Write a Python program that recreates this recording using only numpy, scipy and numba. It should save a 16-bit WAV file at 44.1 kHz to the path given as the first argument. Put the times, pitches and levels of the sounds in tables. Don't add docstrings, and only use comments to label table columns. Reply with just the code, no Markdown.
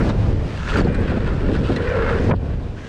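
import sys
import numpy as np
from scipy import signal
from scipy.fft import rfft, irfft
from scipy.io import wavfile
from scipy.ndimage import uniform_filter1d
from numba import njit

SR = 44100
rng = np.random.default_rng(int(sys.argv[2]) if len(sys.argv) > 2 else 0)


def to_linear_factor(level_db):
    exponent = np.asarray(level_db, float) / 20
    return 10 ** exponent


def output_pcm(signal):
    pcm = np.clip(np.atleast_2d(signal).T, -1, 1) * 32767
    wavfile.write(sys.argv[1], SR, np.round(pcm).astype(np.int16))


N = 127008


def unit(x):
    return x / np.sqrt(np.mean(x ** 2))


def curve(table, axis=1):
    rows = np.array(table, float)
    return np.interp(np.arange(N) / SR, rows[:, 0], rows[:, axis])


@njit
def svf(x, centre_hz, width_hz):
    y, band_state, low_state = np.empty(len(x)), 0., 0.
    for i in range(len(x)):
        g = np.tan(np.pi * centre_hz[i] / SR)
        k = width_hz / centre_hz[i]
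        v = (band_state + g * (x[i] - low_state)) / (1 + g * (g + k))
        band_state = 2 * v - band_state
        low_state = low_state + 2 * g * v
        y[i] = k * v
    return y


def band(x, centre_hz, width_hz):
    return svf(x, centre_hz * np.ones(len(x)), float(width_hz))


def band_twice(x, centre_hz, width_hz, second_width_hz):
    return unit(band(band(x, centre_hz, width_hz), centre_hz, second_width_hz))


def low_pass(x, order, top_hz):
    return signal.sosfilt(signal.butter(order, top_hz, fs=SR, output="sos"), x)


def walk(rate_hz):
    hold = int(SR / rate_hz)
    steps = np.repeat(rng.standard_normal(N // hold + 1), hold)
    slewed = uniform_filter1d(uniform_filter1d(steps, hold), hold)
    return unit(slewed[:N])


def grains(per_s, spread_db):
    hit = rng.random(N) < per_s / SR
    size_db = spread_db * np.minimum(rng.exponential(size=N), 3.5)
    return hit * to_linear_factor(size_db) * rng.standard_normal(N)


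def shade(x, colour):
    f_hz = np.arange(N // 2 + 1) * SR / N + 1e-3
    hz, db = np.array(colour, float).T
    gain_db = np.interp(np.log(f_hz), np.log(hz), db, left=-90, right=-90)
    return irfft(rfft(x) * to_linear_factor(gain_db), N)


def body(x, peaks, stretch=1):
    modes = [(-1) ** k * to_linear_factor(db) * band(x, hz * stretch, width_hz)
             for k, (hz, width_hz, db) in enumerate(peaks)]
    return unit(sum(modes))


def hits(events, make):
    length = 4096
    out, t = np.zeros(N + length), np.arange(length) / SR
    for (start_s, peak_db, hz), noise in zip(events, rng.standard_normal((len(events), length))):
        sound = make(t, noise, hz)
        start = int(start_s * SR)
        out[start:start + length] += to_linear_factor(peak_db) * sound / np.abs(sound).max()
    return out[:N]


def wind():
    # start_s, level_db, treble_tilt_db
    strength = [(0, -15.5, 3), (.12, -17.5, 1.5), (.31, -15, -2.5), (.42, -18, -1), (.55, -22.5, 6.5),
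                (.72, -18.5, -3), (1.04, -18, 1), (1.17, -19, 2), (1.56, -17.5, -0.5), (1.8, -20, 4),
                (2.1, -18, 4), (2.3, -14, 4), (2.34, -16.5, -20.5), (2.4, -19.5, -3), (2.5, -18, -3),
                (2.62, -23, -0.5), (2.72, -27.5, 4.5), (2.88, -33, 6.5)]
    # freq_hz, density_db (per Hz)
    colour = [(12, -24), (22, -0.5), (100, -3), (230, -15.5), (600, -24.5), (1700, -40), (5000, -51.5),
              (9000, -65), (14000, -85)]
    spectrum = rfft(shade(rng.standard_normal(N), colour))
    f_octave = np.log2(np.arange(N // 2 + 1) * SR / N + 1)
    gust_db = 1.5 * walk(1.45) + 1.27 * walk(22.15)
    tilt_db = curve(strength, axis=2)
    out = 0
    for octave in np.arange(4.5, 15):
        part = irfft(spectrum * np.clip(1 - np.abs(f_octave - octave), 0, 1), N)
        level_db = gust_db * np.clip((octave - 5) / 4, .1, 1.2) + 0.28 * walk(16)
        level_db = level_db + tilt_db * np.clip((octave - 8) / 3, 0, 1)
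        out = out + part * to_linear_factor(level_db)
    return unit(out) * to_linear_factor(curve(strength))


def spray():
    # start_s, full_s, end_s, level_db
    bursts = [
        (0.51, 0.712, .82, -46.5),
        (2.733, 2.796, 3.0, -56.5),
    ]
    centre_hz, width_hz = 5940, 2500
    t = np.arange(N) / SR
    dust = band_twice(rng.standard_normal(N), centre_hz, width_hz, width_hz)
    swell = sum(to_linear_factor(level_db) * np.interp(t, [start_s, full_s, end_s - .02, end_s], [0.039, 0.87, 0.94, 0.012])
                for start_s, full_s, end_s, level_db in bursts)
    return dust * swell


def tick(t, noise, hz):
    t60_s, rise_s, crack_db = 0.054, 0.003, -4.5
    crack = to_linear_factor(crack_db) * unit(low_pass(band(noise, 3300, 3500), 3, 1.7 * min(hz, 6000)))
    width_hz = 230 * (hz / 4000) ** 2
    ring = band_twice(noise, hz, width_hz, 2 * width_hz)
    rise = np.minimum(t / rise_s, 1) ** 2
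    decay = np.exp(-np.log(1000) * np.maximum(t - rise_s, 0) / t60_s)
    return (ring + crack) * rise * decay


def chain_and_cables():
    # start_s, peak_db, ring_hz
    events = [(.089, -27, 3720), (.096, -32, 3700), (.769, -25, 4640), (.77, -46, 11700), (.782, -33, 7730),
              (.801, -31, 4450), (.812, -41, 6950), (.844, -35, 4240), (.869, -43, 6600), (.922, -48, 8400),
              (.942, -34, 4050), (.943, -39, 7960), (1.002, -45, 8200), (1.093, -48, 7500),
              (1.094, -34, 4200), (1.266, -53, 6370), (1.543, -39, 3480), (1.585, -38, 5200),
              (1.731, -46, 7130), (1.758, -27, 4010), (1.759, -41, 8500), (1.76, -21, 1930),
              (1.887, -37.5, 5700), (1.951, -41, 4470), (2.088, -32.5, 3800), (2.198, -39.5, 5340),
              (2.238, -42, 6110)]
    return hits(events, tick)


def frame():
    # start_s, level_db
    jolt = [(0.0, -15.5), (0.09, -21), (0.24, -31.5), (0.35, -26), (0.41, -40), (0.67, -45.5),
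            (0.76, -15.5), (0.9, -17.5), (0.92, -23.5), (1.2, -21), (1.42, -26.5), (1.47, -18.5),
            (1.68, -23.5), (1.7, -14.5), (1.88, -32.5), (2.34, -17), (2.36, -32.5), (2.88, -37.5)]
    # freq_hz, width_hz, level_db
    peaks = [(185.7, 91, -1), (261, 130.5, -0.5), (458, 124, -5), (600.5, 69, -11)]
    knocks = band(grains(per_s=520, spread_db=2.5), 310, 690)
    return body(knocks, peaks) * to_linear_factor(curve(jolt) - 1.5)


def hum():
    # start_s, level_db, knob_rate_hz
    tread = [(1.72, -20, 430), (1.8, -18.5, 440), (1.9, -24.5, 487), (1.97, -21.5, 490), (2.04, -21, 455),
             (2.09, -23.5, 537), (2.145, -17.5, 482), (2.22, -25, 474), (2.3, -36, 450)]
    width_hz, rise_s, fall_s = 71, 0.19, 0.093
    t = np.arange(N) / SR
    knob_hz = curve(tread, axis=2) * (1 + 0.032 * walk(25.5))
    tone = band_twice(rng.standard_normal(N), knob_hz, width_hz, 3 * width_hz)
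    gate = np.clip((t - tread[0][0]) / rise_s, 0, 1) * np.clip((tread[-1][0] - t) / fall_s, 0, 1)
    wobble_db = 1.5 * walk(26)
    return tone * gate * to_linear_factor(curve(tread) - 0.8 + wobble_db)


def blow(t, noise, hz):
    t60_s, rise_s, sag, sag_s, roughness = 0.05, 0.0037, .15, 0.018, 0.12
    pace = (hz / 200) ** 0.3
    ring = np.sin(2 * np.pi * hz * t * (1 - sag * np.minimum(t / sag_s, 1)))
    rough = roughness * unit(low_pass(band(noise, hz, hz / 2), 4, 2 * hz))
    rise = np.sin(np.pi / 2 * np.minimum(t * pace ** 2 / rise_s, 1)) ** 2
    return (ring + rough) * rise * np.exp(-np.log(1000) * t * pace / t60_s)


def blows():
    # start_s, peak_db, ring_hz
    events = [(.042, -14, 148), (.102, -14.5, 226), (.181, -12, 127), (.285, -16.5, 192),
              (.719, -15.5, 1390), (.731, -21.5, 1950), (.757, -10, 1520), (.758, -25, 1070),
              (.768, -14, 294), (.787, -28, 2400), (.806, -6.5, 213), (.838, -12, 161), (.85, -4.5, 197),
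              (.87, -19, 830), (.882, -4, 181), (1.009, -10, 227), (1.115, -16.5, 214), (1.17, -6.5, 250),
              (1.258, -11.5, 184), (1.467, -16.5, 191), (1.5, -13, 375), (1.543, -14, 204),
              (1.557, -13, 238), (1.6, -6.5, 157), (1.701, -17.5, 757), (1.706, -12, 293),
              (1.719, -11.5, 166), (1.908, -18, 138), (2.306, -14.5, 333), (2.317, -7, 162),
              (2.334, -21, 265)]
    return to_linear_factor(-1.5) * hits(events, blow)


def tyres():
    # start_s, level_db, brightness_db
    contact = [(0, -28.5, -28), (.06, -40, 4), (.1, -34, 0.5), (.15, -48.5, 4.5), (.48, -48.5, 5),
               (.68, -31, 3), (.79, -27.5, 3.2), (.83, -41, 2.5), (.93, -34.5, -1), (1.2, -35, 1.5),
               (1.45, -37.5, 1), (1.6, -38, 7.5), (1.71, -36.5, 2.5), (2.1, -26, -6), (2.29, -39.5, 1.5),
               (2.33, -57.5, 10.5), (2.55, -45, 1.5), (2.72, -74, 20), (2.775, -44.5, 5.5)]
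    # freq_hz, width_hz, level_db
    peaks = [(1000, 200, -2.5), (1454, 137, 3), (1800, 235, -1), (2340, 92, -4), (2920, 680, -22)]
    # start_s, pitch_ratio
    stiffness = [(0, 0.96), (.55, 1.25), (.62, 0.95), (.68, 1), (.77, 1.015), (1.2, 1), (1.75, 0.99),
                 (2.1, 0.96), (2.3, 1.08), (2.88, 0.98)]
    # freq_hz, density_db (per Hz)
    colour = [(1600, -48), (2600, 2.5), (3300, 0), (4600, -5), (6000, -16), (8500, -18.5), (11500, -39.5),
              (14000, -57)]
    grit = unit(grains(per_s=3000, spread_db=2.5)) + 0.66 * rng.standard_normal(N)
    bumps_db = np.clip(1.3 * walk(40) + 1.1 * walk(80), -6, 2.5)
    stretch = curve(stiffness) * (1 + 0.048 * walk(14))
    casing = to_linear_factor(1.8) * body(band(grit, 1300, 2600), peaks, stretch)
    hiss_db = -10.5 + curve(contact, axis=2) + 2 * walk(30.12)
    hiss = unit(shade(grit, colour)) * to_linear_factor(hiss_db)
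    return (casing + hiss) * to_linear_factor(curve(contact) + bumps_db)


def thump(t, noise, hz):
    length_s, peak_share, low_hz = 0.026, 0.37, 382
    dark = low_pass(band(noise, low_hz, 1.3 * low_hz), 4, hz)
    swell = np.interp(t / length_s, [0, peak_share, 1], [0, 1, 0])
    return dark * np.sin(np.pi / 2 * swell) ** 2


def wheels():
    # start_s, peak_db, top_hz
    events = [(.09, -10.5, 1800), (.125, -21, 1490), (.714, -20, 2000), (.753, -12, 2020), (.78, -10, 2400),
              (.806, -14, 1000), (.864, -14, 1000), (.879, -22, 590), (1.112, -11, 690), (1.169, -14, 630),
              (1.495, -19, 774), (1.54, -14.5, 650), (1.692, -12, 940), (1.71, -25, 710),
              (2.287, -7.5, 1100), (2.304, -6.5, 2250), (2.326, -6, 1300)]
    return to_linear_factor(-3) * hits(events, thump)


def scene():
    background = wind() + spray() + chain_and_cables()
    bike = frame() + hum() + blows() + tyres() + wheels()
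    return (background + bike)[None]


def top_cut(x):
    return signal.sosfilt(signal.butter(12, 14190, fs=SR, output="sos"), x)


def record(dry):
    # freq_hz, width_hz, share_added (ratio)
    port_modes = [(2200, 160, -0.25), (2410, 280, 0.45)]
    coloured = dry + sum(share * band(dry[0], hz, width_hz) for hz, width_hz, share in port_modes)
    rounded = 0.58 * np.tanh(coloured / 0.7)
    return top_cut(rounded)


dry = scene()
out = record(dry)
output_pcm(out)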